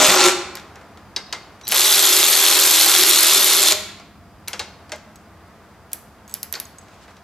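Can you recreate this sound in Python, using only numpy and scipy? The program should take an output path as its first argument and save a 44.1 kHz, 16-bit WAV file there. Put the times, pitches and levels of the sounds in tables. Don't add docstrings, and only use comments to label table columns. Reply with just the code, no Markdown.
import sys
import numpy as np
from scipy import signal
from scipy.fft import rfft, irfft, next_fast_len
from scipy.io import wavfile
from scipy.ndimage import uniform_filter1d, map_coordinates

SR = 44100
rng = np.random.default_rng(int(sys.argv[2]) if len(sys.argv) > 2 else 0)


def waveform_to_disk(signal):
    frames = np.transpose(np.atleast_2d(signal))
    scaled = np.clip(frames, -1, 1) * 32767
    samples = np.round(scaled).astype(np.int16)
    wavfile.write(sys.argv[1], SR, samples)


def to_linear_factor(level_db):
    exponent = np.asarray(level_db, float) / 20
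    return 10 ** exponent


N = 318843
T = np.arange(N) / SR

# (t/s, yoke and grind level/dB, load from 0 to 1, pawl level/dB), levels before the mix trims
RUNS = [
    [(0, -14.5, 0.6, -26.5), (.08, -14.5, 0.72, -20), (.16, -16.5, 0.86, -20.5), (.19, -16, 0.94, -37),
     (.275, -13.5, 0.62, -39), (.295, -18, .7, -45), (.325, -28, .7, -62)],
    [(1.672, -44.5, .05, -47.5), (1.716, -26, .05, -39.5), (1.725, -31, .1, -25), (1.75, -18.5, 0.3, -18.5),
     (1.8, -15.5, .1, -19), (2.6, -15.5, 0.2, -17.5), (3.6, -15.5, 0.1, -19.5), (3.715, -16.5, 0.17, -25),
     (3.732, -18.5, 0.7, -23)],
]
# (t/s, clank level/dB, ring level/dB, seat ring level/dB, favoured f/Hz)
CLANKS = [(1.1626, -21.5, -18, -39, 4670), (1.3265, -19.5, -22, -31, 4530), (1.67, -31, -31, -55, 3880),
          (1.6964, -25, -33, -42, 3850), (1.721, -12, -29.5, -35, 4000), (4.4764, -28, -50, -37, 5300),
          (4.5316, -22.5, -30, -33, 5600), (4.5941, -18.5, -23.5, -33.5, 3810),
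          (4.9192, -23, -30, -31, 1540), (6.5386, -24.5, -36.5, -42, 4830), (6.5523, -27.5, -30, -50, 4850)]
# (t/s, ring level/dB, tick level/dB)
PLUCKS = [(4.96, -53, -47.5), (5.158, -44.5, -47), (5.9174, -52, -44.5), (6.2788, -47, -50.5),
          (6.2854, -56, -50.5), (6.2955, -44.5, -47), (6.3016, -57, -49.5), (6.3119, -39, -50),
          (6.3224, -44, -51), (6.654, -42.5, -59), (6.785, -40.5, -52.5), (6.8139, -52, -64),
          (6.8368, -60, -62.5), (6.9424, -54, -62)]

SEAT_S = .005
CONTACT_T = T[:SR // 4]
SOFT_START = 1 - np.exp(-CONTACT_T / 0.00042)


def unit(x):
    return x / np.sqrt(np.mean(x ** 2) + 1e-20)


def along(points, hz):
    f, v = np.transpose(points)
    return np.interp(np.log(hz + 1), np.log(f + 1), v)


def curves(rows):
    s, *cols = np.transpose(rows)
    return [np.interp(T, s, c) for c in cols]


def waver(rate, t=T):
    return map_coordinates(rng.standard_normal(int(t[-1] * rate) + 20), [t * rate])


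def filtered(x, response):
    m = next_fast_len(x.shape[-1] + 8192)
    return irfft(rfft(x, m) * response(np.fft.rfftfreq(m, 1 / SR)), m)[..., :x.shape[-1]]


def colour(points):
    return lambda hz: to_linear_factor(along(points, hz))


def resonant(modes):
    def response(f):
        total = 0
        for k, (centre, width, db) in enumerate(modes):
            damping = 1j * f * width
            total = total + (-1) ** k * to_linear_factor(db) * damping / (centre * centre - f * f + damping)
        return total
    return response


def spread(pair, response):
    # (f/Hz, likeness from -1 to 1)
    likeness = [(60, 0.89), (180, 0.97), (550, 0.96), (1650, 0.99), (4970, 0.45), (15000, -0.1)]
    turn = lambda hz: np.arccos(np.clip(along(likeness, hz), -1, 1)) / 2
    mid, side = filtered(pair, lambda hz: response(hz) * np.array([np.cos(turn(hz)), np.sin(turn(hz))]))
    return np.array([mid + side, mid - side])


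def laid(times, shapes):
    at = np.round(times * SR).astype(int)[:, None] + np.arange(shapes.shape[1])
    return np.bincount(at.ravel(), shapes.ravel(), N + SR)[:N]


def ring(modes, scatter_db):
    t = CONTACT_T
    total = np.zeros(len(t))
    for hz, db, t60 in modes:
        fading = to_linear_factor(db + scatter_db * rng.normal() - 60 * t / t60)
        total += fading * (1 + 0.51 * waver(150, t)) * np.sin(2 * np.pi * hz * t)
    return total


def background():
    # (t/s, hum level/dB, rustle level/dB)
    air = [(0, -49.5, -46), (1.1, -48.5, -48.5), (2.5, -55.5, -47), (3.65, -51, -56.5), (3.8, -50, -52.5),
           (4.6, -48.5, -51), (5.6, -52, -51.5), (6.5, -52, -51), (7.23, -52.5, -50)]
    # (f/Hz, relative level/dB per Hz)
    hum_colour = [(12, -61), (20, -25.5), (32, -19), (59, -0.5), (87, 3), (102, 0), (119, -5.5), (214, 1),
                  (238, -6.5), (270, -6), (330, -6), (430, -48), (730, -120)]
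    # (f/Hz, relative level/dB per Hz)
    rustle_colour = [(150, -27.5), (250, -16), (282, -8.5), (393, -4.5), (484, -6.5), (557, -7.5),
                     (662, -3), (735, -6), (1180, -5.5), (2960, -20.5), (4730, -25), (5630, -25.5),
                     (16000, -43)]
    # (f/Hz, width/Hz, level/dB at the average hum level)
    drone_bands = [(94.4, 6, -61.5), (202, 6, -65), (692, 11, -63.5), (4860, 60, -72.5)]
    # (t/s, level/dB)
    hands_level = [(6.6, -90.5), (6.9, -58.5), (7.07, -56), (7.23, -66.5)]
    skin_colour = [(500, -32), (1200, -2), (5000, -4.5), (8000, -10.5), (14000, -29)]
    noise = lambda response: unit(spread(rng.standard_normal((2, N)), response))
    hum_db, rustle_db = curves(air)
    hum = to_linear_factor(hum_db + 0.35 * waver(5)) * noise(colour(hum_colour))
    rustle = to_linear_factor(rustle_db + 1.3 * waver(2.7)) * noise(colour(rustle_colour))
    hands = to_linear_factor(curves(hands_level)[0] + 2.5 * waver(40)) * noise(colour(skin_colour))
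    drones = sum(to_linear_factor(db) * noise(resonant([(hz, width, 0)])) for hz, width, db in drone_bands)
    return hum + rustle + hands + drones * to_linear_factor(hum_db - np.mean(hum_db))


def room(x):
    # (f/Hz, time to fall by 60 dB/s)
    decay = [(200, 0.93), (530, 0.69), (1400, 0.87), (3700, 0.66), (9700, 0.45), (15000, 0.35)]
    out, step = np.zeros((2, N + 2 * SR)), SR // 3
    x = np.concatenate([x[:step][::-1], x])
    for at in range(0, len(x), step):
        hz, t, z = signal.stft(rng.standard_normal((2, SR * 3 // 4)), SR, nperseg=256)
        tail = signal.istft(z * to_linear_factor(-60 * t / along(decay, hz)[:, None]), SR, nperseg=256)[1]
        wet = signal.fftconvolve(x[None, at:at + step], tail / np.linalg.norm(tail[0]), axes=1)
        out[:, at + 200:at + 200 + wet.shape[1]] += wet
    return spread(out[:, step:step + N], colour([(300, 0.25), (3000, -0.51), (12000, -0.83)]))


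def nearby(x):
    out, step = np.zeros((2, N + SR)), 2048
    for at in range(0, N, step):
        taps = rng.standard_normal((2, 400)) * to_linear_factor(-60 * T[:400] / 0.011)
        echo = signal.fftconvolve(x[None, at:at + step], taps / np.linalg.norm(taps, axis=1)[:, None], axes=1)
        out[:, at:at + echo.shape[1]] += echo
    return filtered(out[:, :N], colour([(600, -51.0), (1500, -32.5), (4000, -11.5), (13000, -7.5)]))


def stand():
    # (f/Hz, level/dB, time to fall by 60 dB/s)
    tones = [(94, -49, 5), (207, -48, 2)]
    t = np.maximum(T - RUNS[-1][-1][0], 0)
    return sum(to_linear_factor(db - 60 * t / t60) * to_linear_factor(2 * waver(8)) * np.sin(2 * np.pi * hz * t) for hz, db, t60 in tones)


def spring_rings():
    # (f/Hz, level/dB, time to fall by 60 dB/s)
    spring = [(6600, -1, .03), (7900, -1, .04)]
    rings = [to_linear_factor(db) * ring(spring, 2.7) for _, db, _ in PLUCKS]
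    return laid(np.array([s for s, *_ in PLUCKS]) - .0003, np.array(rings))


def steel_rings():
    # (f/Hz, level/dB, time to fall by 60 dB/s)
    steel = [(190, 0, .2), (400, 0, .3), (614, 0, .22), (840, -3, .2), (955, -4, .15), (1570, -3, .1),
             (2094, 0, .18), (2266, -3, .08), (2750, -1, .08), (3300, -1, .05), (3822, -2, .07),
             (4290, -1, .05), (4600, 0, .045), (4900, -2, .04), (5300, -4, .04), (6200, -5, .04)]
    # (t/s, level/dB, favoured f/Hz)
    jolts = [(.086, -26, 191), (3.715, -24, 603), (3.72, -30.5, 400)]
    clanks = [(s, db, hz) for s, _, db, _, hz in CLANKS]
    seats = [(s + SEAT_S, db, hz * 0.45) for s, _, _, db, hz in CLANKS]
    blows = jolts + clanks + seats
    rings = []
    for _, db, favoured_hz in blows:
        modes = [(hz, level - 45 * np.log2(hz / favoured_hz) ** 2, t60) for hz, level, t60 in steel]
        rings.append(SOFT_START * to_linear_factor(db) * ring(modes, 1.0))
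    return laid(np.array([s for s, *_ in blows]) - .0003, np.array(rings))


def contact_noises():
    # (t/s, tick level/dB, clank level/dB)
    clicks = [(.297, -25.5, -33.5), (.5537, -28.5, -29.5), (1.6514, -47.5, -41), (1.6796, -15.5, -45),
              (1.6881, -16.5, -40), (1.7164, -17, -33), (1.721, -13.5, -28.5), (4.4822, -19, -28.5),
              (5.9319, -16, -32.5), (6.3405, -19, -40.5), (6.4308, -18, -33.5), (6.5261, -19, -32.5),
              (6.6004, -19, -32)]
    # (t/s, thud level/dB, clank level/dB)
    taps = [(0.5705, -34, -31), (0.5968, -39, -38), (.757, -33.5, -40.5), (.812, -38, -49),
            (0.973, -41, -44), (1.6123, -56, -39), (3.998, -35.5, -43.5), (4.8943, -37, -41),
            (4.9824, -58.5, -50), (6.3484, -41, -34), (6.8835, -59, -49), (7.0793, -36, -52),
            (7.1672, -48, -47)]
    thud, tick = -8.5, -19.5
    seat = -9.5
    # (s, thud dB, clank dB, tick dB)
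    hits = ([(s, db - 4.5, db, tick_db) for s, tick_db, db in clicks]
            + [(s, db + thud, db, db + tick) for s, db, *_ in CLANKS]
            + [(s + SEAT_S, db - 4.5, db + seat, db + seat + tick) for s, db, *_ in CLANKS]
            + [(s, thud_db, db, db - 17) for s, thud_db, db in taps]
            + [(s, db + thud, db, db) for s, _, db in PLUCKS])
    low, mid, high, pawl = (350, 2000), (1800, 6800), (4000, 15500), (10500, 13300)

    def burst(edges, t60):
        band = signal.butter(3, edges, "band", fs=SR, output="sos")
        return signal.sosfilt(band, to_linear_factor(-60 * CONTACT_T / t60) * rng.standard_normal(len(CONTACT_T)))

    rows = []
    for _, thud_db, clank_db, tick_db in hits:
        thud_noise = 1.5 * burst(low, 0.19)
        clank_noise = 2.34 * burst(mid, 0.024) + .5 * burst(mid, 0.18)
        tick_noise = 2.02 * burst(high, 0.0019) + 1.5 * burst(high, 0.0069)
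        tick_noise += 2.7 * burst(pawl, .012) + 0.43 * burst(pawl, .09)
        heavy = to_linear_factor(thud_db) * thud_noise + to_linear_factor(clank_db) * clank_noise
        rows.append(SOFT_START * heavy + to_linear_factor(tick_db) * tick_noise)
    return laid(np.array([s for s, *_ in hits]) - .0003, np.array(rows))


def whine():
    # (start t/s, end t/s, base f/Hz)
    spans = [(1.634, 1.7, 1966)]
    # (multiple of the base, level/dB)
    multiples = [(2, -45.5), (3, -46.5), (4, -69.5)]
    out = np.zeros(N)
    for start, end, hz in spans:
        on = np.clip(np.minimum(T - start, end - T) / .003, 0, 1)
        out += on * sum(np.sqrt(2) * to_linear_factor(db) * np.sin(2 * np.pi * k * hz * T) for k, db in multiples)
    return out


def crank(held):
    # (t/s, turns a second)
    speed_points = [(0, 69), (.07, 67.5), (.12, 57), (.2, 42), (.3, 32), (.34, 10), (1.67, 25), (1.72, 51),
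                    (1.78, 72), (1.85, 81.5), (2.1, 80.6), (3.74, 80.11)]
    start_turn = [.19, .71]
    speed, = curves(speed_points)
    done = np.cumsum(held * speed + 1e-3) / SR
    for run, turn in zip(RUNS, start_turn):
        done = done + (T >= run[0][0]) * ((turn - np.interp(run[0][0], T, done)) % 1)
    return speed, done


def moment(turn, done):
    return np.clip(np.interp(turn, done, T), 0, T[-1])


def crank_tones(done, load):
    # (multiple, level/dB over the drone at no load)
    free_tones = [(4, -12), (5, -4.5)]
    # (multiple, level/dB over the drone)
    bolt_tones = [(3, -21), (4, -13.5), (5, -17.5), (6, -12), (8, -13.5), (9, -7), (10, -10.5), (12, -8.5)]
    angle = 2 * np.pi * done
    free = sum(to_linear_factor(db - 37 * load + 2.4 * waver(9)) * np.sin(k * angle) for k, db in free_tones)
    bolt = sum(to_linear_factor(db) * np.sin(k * angle + 2 * np.pi * rng.random()) for k, db in bolt_tones)
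    return free + np.exp(-(T / 0.076) ** 4) * bolt


def growl(speed, head_db):
    stall = 38
    noise = unit(filtered(rng.standard_normal(N), lambda hz: resonant([(361.4, 44, 0)])(hz) ** 2))
    slow = np.clip((speed.max() - speed) / (speed.max() - stall), 0, 1)
    return noise * to_linear_factor(head_db - 22.5 + 11.5 * slow ** 2 + 3.5 * waver(6))


def housing_shake(blows):
    # (f/Hz, width/Hz, relative level/dB)
    housing = [(296, 92, -7.5), (544, 66, -1), (619, 30, 3.5), (809, 96, 2), (974, 20, 3.5), (1043, 48, 3),
               (1180, 160, -3), (1365, 70, 2.5), (1570, 320, -10.5)]
    return filtered(rng.standard_normal(N) + 0.5 * unit(blows), resonant(housing))


def gear_grind():
    # (f/Hz, relative level/dB per Hz)
    teeth_colour = [(700, -46), (1200, -7.5), (1730, -9), (2970, -3.5), (3490, 0), (5150, -1.5),
                    (7670, -3.5), (10200, -5.5), (12100, -8), (15000, -24), (15800, -37)]
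    # (f/Hz, width/Hz, relative level/dB)
    gear_case = [(3720, 190, -3.5), (3830, 200, -10.5), (4200, 110, 1.5), (7600, 300, -10)]
    teeth = rng.standard_normal(N) * to_linear_factor(3.2 * waver(600))
    return filtered(teeth, lambda hz: to_linear_factor(along(teeth_colour, hz)) * np.abs(1 + resonant(gear_case)(hz) / 2))


def pawl_pings(done, load):
    cold_hz, settled_hz, settle_s = 11600, 12194, .12
    which = np.searchsorted([run[-1][0] for run in RUNS[:-1]], T)
    since = T - np.array([run[0][0] for run in RUNS])[which]
    pawl_hz = settled_hz - (settled_hz - cold_hz) * np.exp(-np.abs(since) / settle_s)
    turns = np.arange(1, int(done[-1]) + 1)
    t = T[:600]
    late, size, tune, wheel = rng.standard_normal((len(turns), 4)).T[:, :, None]
    at = moment(turns - .18 + 0.047 * late[:, 0], done)
    hz = np.interp(at, T, pawl_hz)[:, None] * (1 + 0.024 * tune)
    skid = (t / .0013) ** 2 * np.exp(-t / 0.00086) * to_linear_factor(1.1 * size)
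    rough = 0.99 + 0.56 * unit(uniform_filter1d(rng.standard_normal((len(turns), len(t))), size=24))
    wheel_level = to_linear_factor(-2.5 + 2.2 * wheel - 10 * np.interp(at, T, load)[:, None])
    wheel_tone = wheel_level * np.sin(2 * np.pi * (11100 + 250 * tune[::-1]) * t)
    return laid(at, skid * rough * (np.sin(2 * np.pi * hz * t) + wheel_tone))


def yoke_blows(done):
    # (place in the turn, relative level/dB, time scatter in turns)
    yoke = [(0.272, 5, .03), (0.581, -1, .06), (.85, -6.5, 0.091)]
    knock_hz = [3370, 3500, 4247, 5040, 6920, 7580, 8330]
    turns = np.arange(1, int(done[-1]) + 1)
    t = T[:600]
    blows = np.zeros(N)
    for place, db, scatter in yoke:
        late, size = rng.standard_normal((len(turns), 2)).T
        chime = np.sin(2 * np.pi * rng.choice(knock_hz, (len(turns), 1)) * t) * (1 - np.exp(-t / 0.00013))
        fading = to_linear_factor(db + 2.4 * size[:, None] - 60 * t / 0.0054)
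        shapes = fading * (rng.standard_normal((len(turns), len(t))) + 0.95 * chime)
        blows += laid(moment(turns - 1 + place + scatter * late, done), shapes)
    return blows


def head_knocks(blows):
    # (f/Hz, relative level/dB per Hz)
    head_colour = [(700, -38), (1200, -15), (2100, -2.5), (2900, -10), (3450, 1), (4300, -2.5), (5200, -6),
                   (7600, -1), (10000, -2.5), (12100, -1.5), (13400, -6.5), (15000, -7), (15800, -36)]
    return filtered(blows, colour(head_colour))


def ratchet():
    head_db, load, pawl_db = curves(np.vstack(RUNS))
    held = sum((T >= run[0][0]) & (T < run[-1][0]) for run in RUNS)
    speed, done = crank(held)
    which = np.searchsorted([run[-1][0] for run in RUNS[:-1]], T)
    drone_db = head_db + np.array([-6.5, -12.5])[which] + 7 * load
    blows = yoke_blows(done)
    knocks = unit(held * head_knocks(blows))
    grind = unit(held * gear_grind())
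    pings = unit(held * pawl_pings(done, load))
    shake = unit(held * housing_shake(blows))
    head = to_linear_factor(head_db) * (to_linear_factor(-5.0) * knocks + to_linear_factor(-1.5) * grind)
    dull = filtered(head, colour([(1200, 5.5), (2500, 8.0), (3600, 0), (7500, 4), (10500, -11.0)]))
    head = head + np.clip(load, 0, 1) * (dull - head)
    share = np.sqrt(np.mean(held))
    layers = share * (head + to_linear_factor(pawl_db - 3.5) * pings + to_linear_factor(drone_db - 4.0) * shake)
    return held * (layers + to_linear_factor(drone_db) * crank_tones(done, load) + growl(speed, head_db))


def scene():
    # (f/Hz, left over right level/dB)
    shading = [(1500, 0), (4000, .7), (8000, 0), (12000, -1.6)]
    # (t/s, left over right level/dB)
    direction = [(0, .4), (1.5, .1), (3.5, .1), (4.4, 1.5), (4.6, .4), (5, 0), (6.5, -.7)]
    motor = ratchet() + whine()
    contacts = contact_noises() + steel_rings() + spring_rings()
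    side = np.array([[1], [-1]])
    ports = lambda hz: np.exp(1j * np.pi * hz * 14e-6 * side) * to_linear_factor(side * along(shading, hz) / 2)
    pan_db = curves(direction)[0] / 2
    direct = filtered(motor + contacts, ports) * to_linear_factor([pan_db, -pan_db])
    answer = room(to_linear_factor(-7.5) * motor + to_linear_factor(-12.0) * contacts)
    return direct + nearby(motor + contacts) + answer + background() + stand()


def low_pass(x):
    return signal.sosfilt(signal.butter(12, 16490, fs=SR, output="sos"), x)


def record(dry):
    x = dry + to_linear_factor(-63.5) * rng.standard_normal(dry.shape)
    x = x / (1 + np.abs(x / .86) ** 5) ** (1 / 5)
    mix = filtered(x, lambda hz: to_linear_factor(along([(14800, 0.5), (15900, -9.5)], hz)) * (hz < 15900))
    return low_pass(mix)


dry = scene()
out = record(dry)
waveform_to_disk(out)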